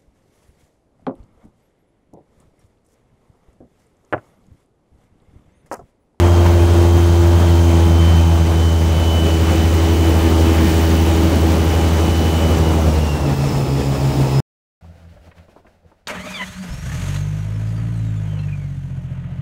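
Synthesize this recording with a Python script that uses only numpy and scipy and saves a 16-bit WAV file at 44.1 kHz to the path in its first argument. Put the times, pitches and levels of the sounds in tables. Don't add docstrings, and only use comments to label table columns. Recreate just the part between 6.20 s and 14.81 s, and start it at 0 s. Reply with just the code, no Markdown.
import sys
import numpy as np
from scipy import signal
from scipy.fft import rfft, irfft, next_fast_len
from scipy.io import wavfile
from scipy.ndimage import uniform_filter1d

SR = 44100
rng = np.random.default_rng(int(sys.argv[2]) if len(sys.argv) > 2 else 0)


def gain_from_db(level_db):
    decades = np.asarray(level_db, float) / 20
    return 10 ** decades


def digitize_waveform(pressure):
    field = np.atleast_2d(pressure).T
    bounded = np.clip(field, -1, 1)
    quanta = np.round(bounded * 32767).astype(np.int16)
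    wavfile.write(sys.argv[1], SR, quanta)


N = 379695

# [t/s, blade rate f/Hz, throb level/dB, hull drumming on 4th harmonic level/dB]
PROPELLER = [(0.0, 86.55, -9.5, -17.5), (0.5, 85.8, -11, -19), (1.25, 85.36, -9, -21),
             (1.6, 83.94, -10, -20.5), (2.0, 83.6, -10, -27), (2.25, 83.1, -12.5, -25.5),
             (2.7, 82.3, -13, -29.5), (3.1, 81.66, -13.5, -24), (3.6, 82.0, -13.5, -23),
             (4.5, 81.5, -14.3, -22), (5.3, 81.26, -15, -22.5), (6.2, 81.47, -15.5, -27),
             (6.55, 80.2, -15, -26.5), (6.875, 76.24, -17, -35), (7.05, 72.88, -24.5, -37.5),
             (7.3, 71.2, -35, -30.5), (7.6, 69.8, -23, -29), (8.2, 69.77, -28, -32.5)]
# [f/Hz, level/dB re other harmonics]
HULL_CAGE_RESPONSE = [(210, -0.5), (250, -1.5), (350, -3), (415, -4), (490, -10.5), (580, -9), (603, -6),
                      (655, -13.5), (700, -9.5), (745, -12.5), (830, -9), (940, -11.5), (1010, -17.5),
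                      (1600, -22)]
# [t/s, harmonics behind fundamental lag/cycles, exhaust note behind 2nd harmonic lag/cycles]
TURNING_LAG = [(0, .08, -.05), (1.5, .15, -.05), (2.8, .42, -.12), (6.2, .38, 0.), (7.0, .4, .35),
               (8.2, .42, .42)]
# [half-order of crank/1, level/dB]
HALF_ORDER_LEVELS = [(2, -34), (4, -41.5), (6, -33.5), (7, -41), (9, -49), (10, -40.5), (12, -46.5),
                     (15, -48), (18, -40.5)]
# [blade rate f/Hz, 2nd harmonic level/dB, other harmonics level/dB,
# 3rd half-order level/dB, 5th half-order level/dB, tooth tone level/dB, its octave level/dB]
SHAFT_SPEED_LAW = [(69.6, -22, -29, -36, -18.5, -54, -48.5), (72.2, -28, -31.5, -26.5, -19.5, -50, -51),
                   (75.8, -27, -34, -31, -28, -47.5, -58), (79.91, -24, -28, -26, -38, -47, -55),
                   (82, -30.5, -30, -26.5, -32.5, -40.5, -56), (83.5, -23.5, -28, -33, -22.5, -44.5, -53.5),
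                   (86, -29, -26.5, -27.5, -32, -43.5, -57)]
# [t/s, rise level/dB, length t/s]
TOOTH_SINGS = [(.78, 1.5, 0.099), (1.3, 2, 0.11), (1.84, 11.5, 0.21), (2.47, 8, 0.084), (2.97, 11, .2),
               (3.38, 5, .1), (3.85, 3, .15), (4.29, 2, .08), (4.68, 3, 0.079), (5.0, -12, .1),
               (5.33, -10, .1), (5.59, 3, 0.069), (5.95, 7, .15), (6.25, 8.5, .12), (6.47, 8.5, 0.058),
               (6.72, -10, 0.079), (6.88, 10.5, 0.1)]
# [t/s, rise level/dB, length t/s]
TOOTH_OCTAVE_SINGS = [(.6, 5, .12), (1.5, 5, .12), (2.08, 8, 0.099), (6.9, 4, .07), (7.33, 5.5, .15),
                      (8.17, 9.5, .08)]
STAGE_TIMES_S = [.5, 2, 4.5, 7.7]
# [f/Hz, density level/dB per Hz]
AIR_SPECTRUM = [(40, -14), (60, -2.5), (110, -5), (200, -3.5), (350, -6.5), (550, -9.5), (900, -14),
                (1500, -21), (2500, -22.5), (3800, -26), (5600, -29.5), (7200, -30), (8500, -33),
                (12500, -40)]
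# [t/s, slipstream level/dB, crosswind level/dB]
SEAT_WIND = [(0, -1, -1), (.8, 0, -2), (1.5, 0, -4), (2.4, -1, -5), (2.9, 0, -2), (3.3, 2, 2.5),
             (4.0, 3, 3.5), (4.6, 4, 3), (5.0, 2.5, 2.5), (5.5, 2.5, 5), (6.2, 1.5, 4), (6.65, 0, 3.5),
             (6.95, -2, -1.5), (7.5, -1.5, -1.5), (8.2, -0.5, -2)]
# [slipstream/dB per dB, crosswind/dB per dB, blade rate/dB per Hz,
# gust share/1, opening surge share/1]
AIR_SWELL_LAW = [(-1.5, .1, 0.37, 0.74, .3), (0.24, 0.81, .02, .2, 0.031), (-0.77, 0.32, .3, .1, 1.5),
                 (1.2, .05, 0.07, .05, 0.7), (0.8, .02, 0.12, .02, -.1), (0.74, .02, 0.05, .02, 0.12)]
# [t/s, rise level/dB, length t/s]
MIC_GUSTS = [
    (.4, 5, 0.084),
    (1.8, 7, 0.079),
    (2.4, -6, 0.098),
    (4.4, 6, .1),
    (5.2, 10, .2),
    (6.75, 4.5, .2),
    (7.35, 11, 0.11),
    (8.0, 9, 0.11),
]
# [t/s, peak level/dB, f/Hz]
HULL_KNOCKS = [
    (0.262, -19.5, 1930),
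    (7.239, -13, 586),
]

CRANK_TEETH, PROP_TEETH, BLADES = 48, 110, 3
AIR_RMS_DB, CRUISE_BLADE_HZ, CUT_S = -21, 82, 8.2035


def time_s():
    return np.arange(N) / SR


def curves(table):
    knot_s, *columns = np.transpose(table)
    return [np.interp(time_s(), knot_s, column) for column in columns]


def by_speed(blade_hz):
    knot_hz, *columns = np.transpose(SHAFT_SPEED_LAW)
    return [np.interp(blade_hz, knot_hz, column) for column in columns]


def staged(db):
    return np.interp(time_s(), STAGE_TIMES_S, db)


def humps(rows):
    t = time_s()
    return sum(db * np.exp(-((t - s) / length_s) ** 2) for s, db, length_s in rows)


def walk(rate_hz):
    coarse = np.repeat(rng.standard_normal(int(N / SR * rate_hz) + 2), 8)
    coarse = 1.42 * uniform_filter1d(uniform_filter1d(coarse, size=8), size=8)
    return np.interp(np.arange(N) * 8 * rate_hz / SR, np.arange(len(coarse)), coarse)


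def tone(cycles, rms_db, sway_db=0., sway_cycles=0., rate_hz=2.93):
    level = np.sqrt(2) * gain_from_db(rms_db + sway_db * walk(rate_hz))
    return level * np.cos(2 * np.pi * (cycles + sway_cycles * walk(rate_hz)))


def propeller(turn, blade_hz, first_db, second_db, fourth_db, rest_db, strut_db, lag):
    out = tone(turn, first_db, sway_db=0.55, sway_cycles=.012, rate_hz=10)
    out = out + tone(2 * turn - lag, second_db, sway_db=0.7, sway_cycles=0.014, rate_hz=6)
    out = out + tone(4 * turn - lag, fourth_db, sway_db=1.58, sway_cycles=0.0083, rate_hz=18)
    response_hz, response_db = np.transpose(HULL_CAGE_RESPONSE)
    for k in [3, *range(5, 20)]:
        spread = (k > 5) * 0.63 * (rng.random() - .5)
        db = rest_db + np.interp(k * blade_hz, response_hz, response_db)
        if k % 5 == 0:
            db = db + strut_db
        out = out + tone(k * turn - lag + spread, db, sway_db=1.5, sway_cycles=0.0042 * k, rate_hz=6)
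    return out


def engine(cycle, lag, third_db, fifth_db):
    out = tone(3 * cycle + .5, third_db, sway_db=0.9)
    out = out + tone(5 * cycle - lag, fifth_db, sway_db=2.06)
    load_db = .6 * (third_db + 26.5)
    for k, db in HALF_ORDER_LEVELS:
        phase = k * cycle + rng.random()
        out = out + tone(phase, db + load_db, sway_db=1.0, sway_cycles=0.035, rate_hz=1.5)
    return out


def gear(cycle, mesh_db, octave_db):
    teeth = 2 * CRANK_TEETH * cycle
    out = tone(teeth, mesh_db, sway_db=1.05, sway_cycles=0.043, rate_hz=33)
    side_db = staged([-49, -47.5, -44.5, -51.5])
    for side in (-1, 1):
        out = out + tone(teeth + 2 * side * cycle, side_db, sway_db=3.0, sway_cycles=0.38, rate_hz=90)
    out = out + tone(2 * teeth, octave_db, sway_db=1.3, sway_cycles=0.1, rate_hz=70)
    return out + tone(2 * teeth, -47.0, sway_db=3, sway_cycles=0.67, rate_hz=400)


def air(turn, swells_db):
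    swells_db = [swell - swell.mean() for swell in swells_db]
    log_anchors = np.log([40, 300, 900, 2000, 4200, 9000])  # Hz, one a swell
    size = next_fast_len(N)
    hz = np.arange(1, size // 2 + 2) * SR / size
    spectrum_hz, spectrum_db = np.transpose(AIR_SPECTRUM)
    shape = gain_from_db(np.interp(np.log(hz), np.log(spectrum_hz), spectrum_db))
    noise = shape * np.minimum(hz / 40, 1) * rfft(rng.standard_normal(size))
    gust = walk(36)
    chop = np.cos(2 * np.pi * (turn - .33)) * np.clip(swells_db[-1] + 2.5, 0, 9) / 5
    out = 0
    for step in range(21):
        centre_hz = 20 * 2 ** (step / 2)
        share = np.clip(1 - 2 * abs(np.log2(hz / centre_hz)), 0, 1)
        place = np.interp(np.log(centre_hz), log_anchors, np.arange(6))
        low = min(int(place), 4)
        db = swells_db[low] + (place - low) * (swells_db[low + 1] - swells_db[low])
        bass = np.clip(1 - place / 5.4, .25, 1)
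        db = db + bass * (1.7 * gust + 2.45 * walk(20))
        db = db + 1.3 * chop * np.clip(place - 3.3, 0, 2) / 1.6
        out = out + gain_from_db(db) * irfft(noise * share, size)[:N]
    return out * gain_from_db(AIR_RMS_DB) / out.std()


def blade_tips(turn, tips_db):
    high_pass = signal.butter(3, 14800, "high", fs=SR, output="sos")
    hiss = signal.sosfilt(high_pass, rng.standard_normal(N))
    puff_db = 2.3 * np.cos(2 * np.pi * (turn - .35)) + 2.3 * walk(200) + .5 * walk(18)
    return gain_from_db(tips_db + puff_db + 5.0) * hiss / hiss.std()


def knocks():
    out, t = np.zeros(N), np.arange(1000) / SR
    envelope = t / 0.003 * np.exp(-t / .0025)
    for s, db, hz in HULL_KNOCKS:
        rough = 1 + hz / 300 * uniform_filter1d(rng.standard_normal(len(t)), size=16)
        ring = np.sin(2 * np.pi * 1.25 * hz * t * (1 - 25 * t)) * rough
        start = int(s * SR)
        out[start:start + len(t)] += gain_from_db(db + 5.5) * ring * envelope
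    return out


def whistle():
    t = time_s()
    db = np.interp(t, [7.2, 7.5, 8.2], [-70, -54, -54])
    return tone(7020 * t, db, sway_db=2.5, sway_cycles=.5, rate_hz=260)


def scene():
    blade_hz, throb_db, drum_db = curves(PROPELLER)
    second_db, rest_db, third_db, fifth_db, mesh_db, octave_db = by_speed(blade_hz)
    turn = np.cumsum(blade_hz) / SR
    cycle = turn * PROP_TEETH / CRANK_TEETH / BLADES / 2
    lag, exhaust_lag = curves(TURNING_LAG)
    wash_db, cross_db = curves(SEAT_WIND)
    faster_hz = blade_hz - CRUISE_BLADE_HZ

    second_db = second_db + 0.55 * wash_db
    rest_db = rest_db + .5 * wash_db
    strut_db = 0.96 * wash_db
    tips_db = -47 + 1.9 * wash_db + .08 * faster_hz
    gust_db = humps(MIC_GUSTS)
    surge_db = 5.5 * np.exp(-time_s() / .25)
    swells_db = [wash * wash_db + cross * cross_db + speed * faster_hz + gust * gust_db + surge * surge_db
                 for wash, cross, speed, gust, surge in AIR_SWELL_LAW]

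    mix = propeller(turn, blade_hz, throb_db, second_db, drum_db, rest_db, strut_db, lag)
    mix = mix + engine(cycle, lag + exhaust_lag, third_db, fifth_db)
    mix = mix + gear(cycle, mesh_db + humps(TOOTH_SINGS), octave_db + humps(TOOTH_OCTAVE_SINGS))
    mix = mix + air(turn, swells_db) + blade_tips(turn, tips_db) + knocks() + whistle()
    return mix[None, :]


def top_cut(x):
    return signal.sosfilt(signal.butter(12, 17000, fs=SR, output="sos"), x)


def record(dry):
    soft = 2.187 * np.tanh(dry / 2.205)
    soft = signal.sosfilt(signal.ellip(14, .3, 100, 15720, fs=SR, output="sos"), soft)
    since_s = time_s() - CUT_S
    dull = signal.sosfilt(signal.butter(2, [250, 3000], "band", fs=SR, output="sos"), soft)
    smear = dull * gain_from_db(-34 - 1900 * np.maximum(since_s, 0))
    open_share = np.clip(-since_s / .0002, 0, 1)
    return top_cut(open_share * soft + (1 - open_share) * smear)


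dry = scene()
out = record(dry)
digitize_waveform(out)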